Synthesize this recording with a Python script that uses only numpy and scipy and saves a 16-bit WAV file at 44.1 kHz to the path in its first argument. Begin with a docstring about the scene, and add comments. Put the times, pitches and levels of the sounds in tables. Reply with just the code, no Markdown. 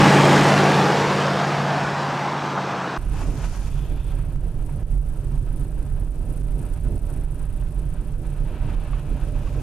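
"""On a wet roadside a vehicle drives away: exhaust lines, tyre roar and spray noise fade with distance.
Then, abruptly, the inside of a moving car: low noise bands boom and drum, and bursts of drops wash below.
Something small ticks fast and high as struck noise, and damped modes knock in the trim.
The scene dips in level again and again, each dip opened by a click; an oncoming pickup hisses past."""
import sys
import numpy as np
from scipy import signal
from scipy.fft import rfft, irfft, next_fast_len
from scipy.io import wavfile
from scipy.ndimage import uniform_filter1d, map_coordinates

SR = 44100
rng = np.random.default_rng(int(sys.argv[2]) if len(sys.argv) > 2 else 0)


def file_out(sig):
    """Save sig as 16-bit WAV at sys.argv[1]."""
    # one column per channel
    cols = np.atleast_2d(sig).T
    # limit, then scale
    lim = np.clip(cols, -1, 1)
    pcm = np.round(lim * 32767).astype(np.int16)
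    wavfile.write(sys.argv[1], SR, pcm)


N = 424240
T = np.arange(N) / SR
CABIN_START_S = 2.977
TOP_HZ, CABIN_TOP_HZ = 15700, 14250

# --- roadside
# puffs of air: (time [s], length [s], level [dB])
PUFFS = [(-0.05, 0.07, -35), (0.38, 0.06, -41), (1.55, 0.06, -49), (1.8, 0.13, -49)]
# spectrum of moving air: (frequency [Hz], relative density [dB])
AIR_SPECTRUM = [(15, -9), (45, 8), (80, 9), (130, -27), (300, -50)]
# dull tyre roar: (frequency [Hz], relative density [dB])
ROAR_SPECTRUM = [(30, -40), (70, -22), (120, -10.5), (200, -2), (250, -2.5), (350, -.5), (480, -1.5),
                 (600, -8), (800, -14), (1500, -50)]
# tread pumping water: (frequency [Hz], relative density [dB])
TREAD_SPECTRUM = [(300, -43), (520, -8), (660, 0.5), (820, 2.5), (1000, -0.5), (1250, -2), (1700, -7.5),
                  (2100, -19.5), (3500, -92)]
# falling spray: (frequency [Hz], relative density [dB])
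SPRAY_SPECTRUM = [(1000, -40), (1550, 0.5), (2000, 1), (2600, -1), (3600, -5.5), (5300, -9.5),
                  (7000, -16.5), (8500, -23), (10500, -37), (15700, -55)]
# the finest drops: (frequency [Hz], relative density [dB])
MIST_SPECTRUM = [(4500, -25), (6500, 0.5), (8200, 0), (10000, -6), (12000, -12), (15700, -25)]
# a tyre slaps standing water: (time [s], burst against the steady tread noise [dB], t60 [s])
WATER_SLAP = (2.576, 7, 0.035)
# a tyre thuds through a hollow: (time [s], length [s], lift of the roar [dB])
ROAD_HOLLOW = (0.72, 0.063, 2.1)
# exhaust lines, 8 being the firing rate: (multiple of the cycle rate, relative level [dB])
EXHAUST_LINES = [(5, -21), (6, -17.5), (7, -17.5), (8, 0.5), (9, -10), (10, -11.5), (11, -3.5), (13, -18),
                 (16, -21), (17, -19.5), (19, -19), (23, -16.5), (31, -13)]
# the departing vehicle's path
NEAREST_S, NEAREST_M, SPEED_M_PER_S = 0.094, 8.8, 14.36
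# the engine cruises, then sags ever faster once the driver lifts off
CRUISE_HZ, LIFT_OFF_S, SAG_HZ_PER_S2 = 17.85, 2.32, 4.6
# pitch weakened by the ground reflection at the nearest point; it rises in step with distance
GROUND_NOTCH_HZ = 140

# --- cabin
# stereo field: (frequency [Hz], left-right likeness [0-1], left over right [dB])
CABIN_FIELD = [(60, 1, -6.5), (130, 0.93, -3.5), (290, 0.91, -1.5), (640, 0.96, 0), (1400, 0.8, .5),
               (3100, 0.74, 0.5), (6960, 0.091, 1), (12000, 0.086, 0)]
# cabin hiss: (frequency [Hz], relative density [dB])
HISS_SPECTRUM = [(500, 9.5), (4000, 0.5), (7000, 0), (12000, 0.5), (12700, -9), (14200, -16)]
# the level dips briefly and recovers: (time [s], depth [dB])
LEVEL_DIPS = [(3.98, 5), (4.36, 5), (4.83, 9.5), (4.981, 8), (5.38, 4), (5.88, 1.5), (6.08, 3.5),
              (6.42, 3.5), (6.69, 2), (6.98, 5.5), (7.25, 5), (7.46, 3.5), (7.63, 2.5), (8.14, 4),
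              (8.75, 5.5), (9.0, 1.5)]
CRACKLE_TOP_HZ = 7000
# trim knocks and ticks: (time [s], relative level [dB], pitch of the main mode [Hz])
TRIM_KNOCKS = [(4.485, -50, 1400), (4.693, -37.5, 950), (5.049, -55, 1300), (6.359, -52, 1100),
               (8.932, -34, 1150), (9.172, -43, 900), (9.473, -37.5, 1130)]
# modes of the trim: (ratio to the main mode, typical relative level [dB], t60 [s])
TRIM_MODES = [(1, 4.5, 0.024), (1.14, -18, 0.017), (1.85, -10, .022), (2.3, -7, 0.021), (2.6, -9, .016)]
TICK_HZ, TICK_START_S = 27.47, 2.9738
# fader of the fast ticking: (time [s], relative level [dB])
TICK_FADER = [(3.0, -58.5), (4.2, -57.5), (4.45, -60), (4.75, -57), (6.2, -57.5), (6.65, -53.5), (7.1, -55),
              (7.6, -59), (9.62, -62.5)]
# two contacts per cycle: (delay [s], relative level [dB], t60 [s])
TICK_CONTACTS = [(0, 3, 0.049), (0.0113, 3, 0.053)]
# ring of the first contact: (frequency [Hz], relative density [dB])
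TICK_SPECTRUM = [(7400, -28), (8300, -8), (9300, -8), (9900, 1.5), (10400, -6), (11400, -12), (12100, -5),
                 (12700, -30)]
# ring of the second contact: (frequency [Hz], relative density [dB])
TOCK_SPECTRUM = [(6000, -17.5), (7700, -12.5), (8400, 1), (9200, -6.5), (9900, -4), (10600, -15),
                 (12100, -8), (12700, -32)]
# boom of the body: (frequency [Hz], relative density [dB])
BOOM_SPECTRUM = [(5, -26), (14, -4.5), (26, -1), (41, 2.5), (50, -1), (58, -15), (80, -23), (150, -73.5)]
# drumming floor panels: (frequency [Hz], relative density [dB])
DRUM_SPECTRUM = [(40, -20), (62, -2), (88, -2.5), (108, -1), (118, -6), (135, 2), (152, -1.5), (175, -11.5),
                 (210, -21), (350, -58.5)]
# the body heaves on its springs: (time [s], length [s], lift of the boom [dB])
BODY_HEAVES = [(4.89, 0.14, 4), (5.33, 0.058, 5), (6.82, 0.054, 2.5), (7.52, 0.084, 4)]
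# rough patches under the car: (time [s], length [s], lift of the road roar [dB])
ROUGH_PATCHES = [(3.11, 0.32, 5.5), (3.72, 0.29, 3), (4.05, 0.42, 3), (4.68, 0.13, 2.5), (5.27, 0.072, 5),
                 (5.55, 0.28, 2.5), (6.25, 0.19, 2.5), (6.54, 0.079, 5), (6.82, 0.2, 6), (7.08, 0.13, 3),
                 (8.61, 0.12, 3.5), (9.06, 0.37, 3.5), (9.54, 0.1, 7.5)]
ROUGH_ATTACK_S, ROUGH_RELEASE_S = 0.033, 0.054
# tyre roar heard inside: (frequency [Hz], relative density [dB])
ROAD_SPECTRUM = [(130, -32), (195, -1), (240, 1), (300, 0), (380, -3), (470, -9.5), (540, -11.5),
                 (650, -13.5), (760, -18.5), (1200, -49)]
# narrow cabin resonance: (frequency [Hz], relative density [dB])
DRONE_SPECTRUM = [(380, -20), (470, -4.5), (530, -11), (565, -10.5), (595, 1.5), (615, -6.5), (650, -18),
                  (760, -20), (860, -53)]
# how hard the tyres stir that drone: (time [s], relative level [dB])
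DRONE_FADER = [(3, -57), (4.5, -56), (7.7, -54), (9.62, -46.5)]
# how wet the road is, heard as wash: (time [s], relative level [dB])
WETNESS = [(3.0, -53.5), (3.6, -52), (4.28, -54), (4.42, -55.5), (5.1, -57.5), (5.6, -56), (6.1, -58.5),
           (6.6, -55), (8.3, -56), (8.9, -53.5), (9.62, -51)]
# water washing under the floor: (frequency [Hz], relative density [dB])
WASH_SPECTRUM = [(330, -25), (470, -4.5), (540, -9), (650, -4), (770, 3), (840, -1.5), (950, 0.5),
                 (1170, -6.5), (1260, -2.5), (1360, -6), (1480, -3.5), (1620, -6.5), (1900, -11.5),
                 (3500, -57)]
# fizz of the wash: (frequency [Hz], relative density [dB])
FIZZ_SPECTRUM = [(1400, -20), (2100, -1), (2550, 3.5), (3000, -1.5), (3600, -5), (4300, -9.5), (7000, -32),
                 (12000, -35)]
# bright spray: (frequency [Hz], relative density [dB])
SPLASH_SPECTRUM = [(1500, -23), (3500, -10), (4600, 1), (5700, 1.5), (6800, 2.5), (8000, -4), (11000, -7.5),
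                   (14000, -20)]
# sizzle through shallow water: (frequency [Hz], relative density [dB])
SIZZLE_SPECTRUM = [(1500, -15), (2250, -14), (2450, 1), (2900, -5), (3500, 0), (3900, -12), (7000, -17)]
# puddles spray the wheel arches: (time [s], length [s], relative level [dB])
PUDDLE_HITS = [(2.944, 0.07, -54), (3.102, 0.13, -45), (3.32, 0.13, -45), (3.504, 0.056, -52.5)]
PUDDLE_ATTACK_S, PUDDLE_RELEASE_S, SPRAY_RELEASE_S = 0.086, 0.047, 0.2
# tyres sizzle through a shallow sheet of water: (time [s], length [s], relative level [dB])
SHALLOW_SHEET = (3.57, 0.54, -57)
# steadily thickening pickup mist: (time [s], relative level then [dB], growth [dB/s])
MIST_RISE = (8.96, -73, 18)
# the oncoming pickup: when it passes, how near, how fast the two close
PASS_S, PASS_M, CLOSING_M_PER_S = 8.71, 2.2, 30


def amp(db):
    """Decibels to gain."""
    return 10 ** (np.asarray(db) / 20)


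def unit(x):
    """Scaled to rms 1."""
    return x / np.sqrt(np.mean(x ** 2) + 1e-20)


def noise(channels=2):
    """Unrelated white noises, one per channel."""
    return rng.standard_normal((channels, N))


def along(points, hz):
    """Each column after the frequency, read on a log frequency axis."""
    f, *cols = np.transpose(points)
    return [np.interp(np.log(hz + 1), np.log(f + 1), c) for c in cols]


def fader(rows):
    """A (time, level) table drawn as one value per sample."""
    s, level = np.transpose(rows)
    return np.interp(T, s, level)


def wobble(rate):
    """A smooth random curve, rate knots a second."""
    return map_coordinates(rng.standard_normal(int(N * rate / SR) + 4), [T * rate])


def filtered(x, response):
    """x shaped by a gain that is a function of frequency."""
    m = next_fast_len(N + 8192)
    hz = np.fft.rfftfreq(m, 1 / SR)
    return irfft(rfft(x, m) * response(hz), m)[..., :N]


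def coloured(x, spectrum):
    """x given a spectrum, at rms 1."""
    return unit(filtered(x, lambda hz: amp(along(spectrum, hz)[0])))


def droplets(rate, share, channels=1):
    """White rush in which a share of the power is single drops, rate a second."""
    falls = rng.random((channels, N)) < rate / SR
    drops = falls * noise(channels)
    return np.sqrt(share) * unit(drops) + np.sqrt(1 - share) * noise(channels)


def patchy(x, depth_db):
    """x with slowly drifting strong and weak patches in its spectrum."""
    z = signal.stft(x, nperseg=1024)[2]
    field = uniform_filter1d(rng.standard_normal(z.shape), size=3, axis=-2)  # across pitch
    field = uniform_filter1d(field, size=12, axis=-1)  # across time
    return unit(signal.istft(z * amp(depth_db * unit(field)), nperseg=1024)[1][..., :N])


def since(s):
    """Seconds since s; endless before it."""
    return np.where(T >= s, T - s, np.inf)


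def swell(s, length, attack, release):
    """0 to 1 and back: rises from s, holds until its length is over, then dies away."""
    return np.clip((T - s) / attack, 0, 1) * np.exp(-np.maximum(T - s - length, 0) / release)


def lifts(rows):
    """The dB added by each listed stretch, eased in and out."""
    return sum(db * swell(s, length, ROUGH_ATTACK_S, ROUGH_RELEASE_S) for s, length, db in rows)


def distance():
    """The departing vehicle's distance, as a multiple of its nearest."""
    return np.hypot(1, SPEED_M_PER_S * (T - NEAREST_S) / NEAREST_M)


def receding(power):
    """The dB of a sound that falls as this power of the distance."""
    return -20 * power * np.log10(distance())


def over_ground(x, bounce=0.27, fade_hz=1500):
    """The ground sends a copy half a period of the notch late; rough ground scatters its treble."""
    echo = filtered(x, lambda hz: 1 / (1 + (hz / fade_hz) ** 2))
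    delay = 0.5 / (GROUND_NOTCH_HZ * distance())
    return x + bounce * np.interp(T - delay, T, echo)


def in_cabin(pair, spectrum):
    """Two unrelated noises as a cabin field: bass alike and heavier on the right, treble diffuse."""
    def mid_side(hz):
        turn = np.arccos(np.clip(along(CABIN_FIELD, hz)[0], -1, 1)) / 2
        return amp(along(spectrum, hz)[0]) * [np.cos(turn), np.sin(turn)]

    def balance(hz):
        return amp(along(CABIN_FIELD, hz)[1] * [[0.5], [-0.5]])

    mid, side = filtered(pair, mid_side)
    ears = filtered(np.array([mid + side, mid - side]), balance)
    return ears / np.std(ears.mean(axis=0))


def windows(x, echo=0.081, count=12):
    """Glass and dashboard return weak copies within 30 ms, which ripple the spectrum."""
    delays = rng.uniform(0.002, 0.03, count)
    gains = echo * rng.choice([-1, 1], count)
    copies = sum(g * np.pad(x, ((0, 0), (round(d * SR), 0)))[:, :N] for d, g in zip(delays, gains))
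    return (x + copies) / np.sqrt(1 + np.sum(gains ** 2))


def levelled(x, share=0.45, window_s=0.123):
    """A gain control that follows the loudness of x and takes out a share of its swings."""
    power = np.abs(uniform_filter1d(np.mean(x ** 2, axis=0), size=int(window_s * SR)))
    return x * (power / power.mean() + 1e-6) ** (-share / 2)


def dips(recovery_s=0.054):
    """A gain that falls at once and creeps back."""
    return amp(-sum(depth * np.exp(-(since(s) / recovery_s) ** 2) for s, depth in LEVEL_DIPS))


def far_traffic(level_db=-39):
    """A steady dull roar from farther down the road, as shaped noise."""
    return amp(level_db) * coloured(noise(1)[0], ROAR_SPECTRUM)


def breeze(level_db=-46, falloff=1.1, attack_s=0.04, release_s=0.03):
    """Soft puffs of air at the roadside, over a stir that settles as the vehicle leaves."""
    puffs = sum(amp(db) * swell(s, length, attack_s, release_s) for s, length, db in PUFFS)
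    return (amp(level_db + receding(falloff)) + puffs) * coloured(noise(1)[0], AIR_SPECTRUM)


def tyres(roar_db=-18.0, tread_db=-18.0, spray_db=-22.5, mist_db=-39.0,
          roar_falloff=1.3, tread_falloff=0.8, spray_falloff=1.205, mist_falloff=1.95,
          flutter_db=0.34, tread_patchy_db=1.3, patchy_db=1.8):
    """Tyres roar, tread pumps water, spray falls as countless drops; the finest mist fades fastest."""
    slap_s, slap_db, slap_t60 = WATER_SLAP
    slap = 1 + amp(slap_db - 60 * since(slap_s) / slap_t60)
    pumping = slap * patchy(droplets(900, share=0.18)[0], tread_patchy_db)
    falling = patchy(droplets(2000, share=0.28)[0], patchy_db)
    floating = patchy(droplets(1500, share=0.28)[0], patchy_db)

    roar_level = amp(roar_db + receding(roar_falloff) + lifts([ROAD_HOLLOW]))
    roar = roar_level * coloured(noise(1)[0], ROAR_SPECTRUM)
    tread = amp(tread_db + receding(tread_falloff)) * coloured(pumping, TREAD_SPECTRUM)
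    spray = amp(spray_db + receding(spray_falloff)) * coloured(falling, SPRAY_SPECTRUM)
    mist = amp(mist_db + receding(mist_falloff)) * coloured(floating, MIST_SPECTRUM)
    slosh = amp(flutter_db * wobble(21.9))
    return over_ground(roar + slosh * (tread + spray + mist))


def exhaust(level_db=-19.5, falloff=1.2, sag_db_per_hz=2.5, waver_db=1.6, phase_drift=0.18,
            upper_db=1.3, upper_falloff=0.27):
    """Sines on the engine cycle, spread by uneven firing; lift-off drops pitch, softens low lines."""
    sag_hz = SAG_HZ_PER_S2 * np.maximum(T - LIFT_OFF_S, 0) ** 2
    turns = np.cumsum(CRUISE_HZ - sag_hz) / SR
    dulling = upper_db + receding(upper_falloff)  # higher lines sink faster with distance
    easing = -sag_db_per_hz * sag_hz
    hum = np.zeros(N)
    for order, db in EXHAUST_LINES:
        phase = 2 * np.pi * (order * turns + rng.random()) + phase_drift * wobble(8.62)
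        change_db = dulling if order > 8 else easing  # above the firing rate or not
        hum += amp(db + change_db + waver_db * wobble(4.82)) * np.sin(phase)
    return np.sqrt(2) * amp(level_db + receding(falloff)) * hum


def cabin_hiss(level_db=-61.5, flicker_db=2.0):
    """A faint noise bed whose level flickers."""
    return amp(level_db + flicker_db * wobble(18)) * coloured(noise(), HISS_SPECTRUM)


def crackle(click_db=-54, click_grows=1.1, drops_db=-76, drop_rate=18, t60=0.0042):
    """A thin noise click opens each dip, louder for the deep ones; single drops tap the car."""
    envelope = sum(amp(click_db + click_grows * depth - 60 * since(s) / t60) for s, depth in LEVEL_DIPS)
    clicks = envelope * noise(1)[0]
    drops = amp(drops_db) * droplets(drop_rate, share=0.85, channels=2)
    return filtered(clicks + drops, lambda hz: 1 / (1 + (hz / CRACKLE_TOP_HZ) ** 4))


def knocks(attack_s=0.00082, scatter_db=2):
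    """Plastic trim knocks lightly on bumps: a handful of damped modes per hit."""
    out, t = np.zeros(N + SR), np.arange(SR // 5) / SR
    for s, db, hz in TRIM_KNOCKS:
        ring = np.zeros(len(t))
        for ratio, level, t60 in TRIM_MODES:
            decay = amp(level + rng.normal(0, scatter_db) - 60 * t / t60)
            ring += decay * np.sin(2 * np.pi * hz * ratio * t)
        out[round(s * SR):][:len(t)] += amp(db) * ring * (1 - np.exp(-t / attack_s))
    return out[:N]


def ticking(level_db=1, scatter_db=2, sway_db=1.2, attack_s=0.0021):
    """A small part strikes twice per cycle of a steady vibration; each contact sizzles briefly."""
    ticks = np.zeros((2, N))
    for (delay, db, t60), ring in zip(TICK_CONTACTS, (TICK_SPECTRUM, TOCK_SPECTRUM)):
        cycle, part = np.divmod((T - TICK_START_S - delay) * TICK_HZ, 1)
        age = part / TICK_HZ
        force_db = scatter_db * rng.standard_normal(N)[cycle.astype(int)]  # one draw per strike
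        envelope = amp(db + force_db - 60 * age / t60) * (1 - np.exp(-age / attack_s))
        ticks += envelope * coloured(noise(), ring)
    return amp(fader(TICK_FADER) + level_db + sway_db * wobble(8.7)) * unit(ticks)


def pickup():
    """The oncoming pickup's loudness, 1 as it passes and falling with distance."""
    return 1 / np.hypot(1, CLOSING_M_PER_S * (T - PASS_S) / PASS_M)


def puddles(release):
    """The strength of the water thrown up by the puddles, draining over release seconds."""
    return sum(amp(db) * swell(s, length, PUDDLE_ATTACK_S, release) for s, length, db in PUDDLE_HITS)


def water(wash_db=1, fizz_db=-8.0, fizz_grows=0.63, puddle_fizz_db=-9, puddle_spray_db=-9,
          rough_follows=0.17, pickup_wash_db=-53, pickup_fizz_db=-58, pickup_spray_db=-73,
          spatter_db=1.83):
    """Drops hit the underside in uneven spatters, fizzier the wetter the road; plus pickup spray."""
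    wet = fader(WETNESS)
    flow = wet + rough_follows * lifts(ROUGH_PATCHES)
    extra_fizz_db = fizz_grows * (wet - wet.mean())
    thrown_up, passing = puddles(PUDDLE_RELEASE_S), pickup()
    mist_s, mist_db, mist_db_per_s = MIST_RISE
    mist = amp(mist_db + mist_db_per_s * (T - mist_s))
    sheet_s, sheet_length, sheet_db = SHALLOW_SHEET

    wash = amp(flow + wash_db) + thrown_up + amp(pickup_wash_db) * passing
    fizz = amp(flow + fizz_db + extra_fizz_db)
    fizz = fizz + amp(puddle_fizz_db) * thrown_up + amp(pickup_fizz_db) * passing
    spray = amp(puddle_spray_db) * puddles(SPRAY_RELEASE_S) + amp(pickup_spray_db) * passing + mist
    sizzle = amp(sheet_db) * swell(sheet_s, sheet_length, PUDDLE_ATTACK_S, PUDDLE_RELEASE_S)

    thrown = wash * in_cabin(droplets(200, share=0.17, channels=2), WASH_SPECTRUM)
    thrown += fizz * in_cabin(droplets(270, share=0.19, channels=2), FIZZ_SPECTRUM)
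    thrown += spray * in_cabin(droplets(900, share=0.31, channels=2), SPLASH_SPECTRUM)
    thrown += sizzle * in_cabin(droplets(900, share=0.22, channels=2), SIZZLE_SPECTRUM)
    return windows(amp(spatter_db * wobble(40)) * thrown)


def road_roar(level_db=-44.5, drone_db=0, bump_db=1.3):
    """Tyre roar swells over rough patches; it and the cabin's drone waver with every small bump."""
    roar = amp(level_db + lifts(ROUGH_PATCHES)) * in_cabin(noise(), ROAD_SPECTRUM)
    drone = amp(fader(DRONE_FADER) + drone_db) * in_cabin(noise(), DRONE_SPECTRUM)
    return amp(bump_db * wobble(13)) * (roar + drone)


def car_body(boom_db=-24.5, drum_db=-32.0, drum_follows=0.5, drum_dips=0.92):
    """Road texture shakes body and floor panels; heaves swell the boom, rough patches the drumming."""
    boom = amp(boom_db + lifts(BODY_HEAVES)) * levelled(in_cabin(noise(), BOOM_SPECTRUM))
    drum = amp(drum_db + drum_follows * lifts(ROUGH_PATCHES)) * in_cabin(noise(), DRUM_SPECTRUM)
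    return boom + dips() ** drum_dips * drum


def scene(entry_s=0.0045):
    """The roadside in mono, then the cabin in stereo over a faint flickering hiss."""
    roadside = far_traffic() + breeze() + tyres() + exhaust()
    soft_entry = 1 - np.exp(-np.abs(T - CABIN_START_S) / entry_s)
    dipping = cabin_hiss() + ticking() + water() + road_roar()
    cabin = dips() * dipping + crackle() + knocks() + soft_entry * car_body()
    cabin = filtered(cabin, lambda hz: hz < CABIN_TOP_HZ)
    return np.where(T < CABIN_START_S, roadside, cabin)


def record(dry):
    """Nothing is kept above the band limit."""
    return filtered(dry, lambda hz: hz < TOP_HZ)


dry = scene()
out = record(dry)
file_out(out)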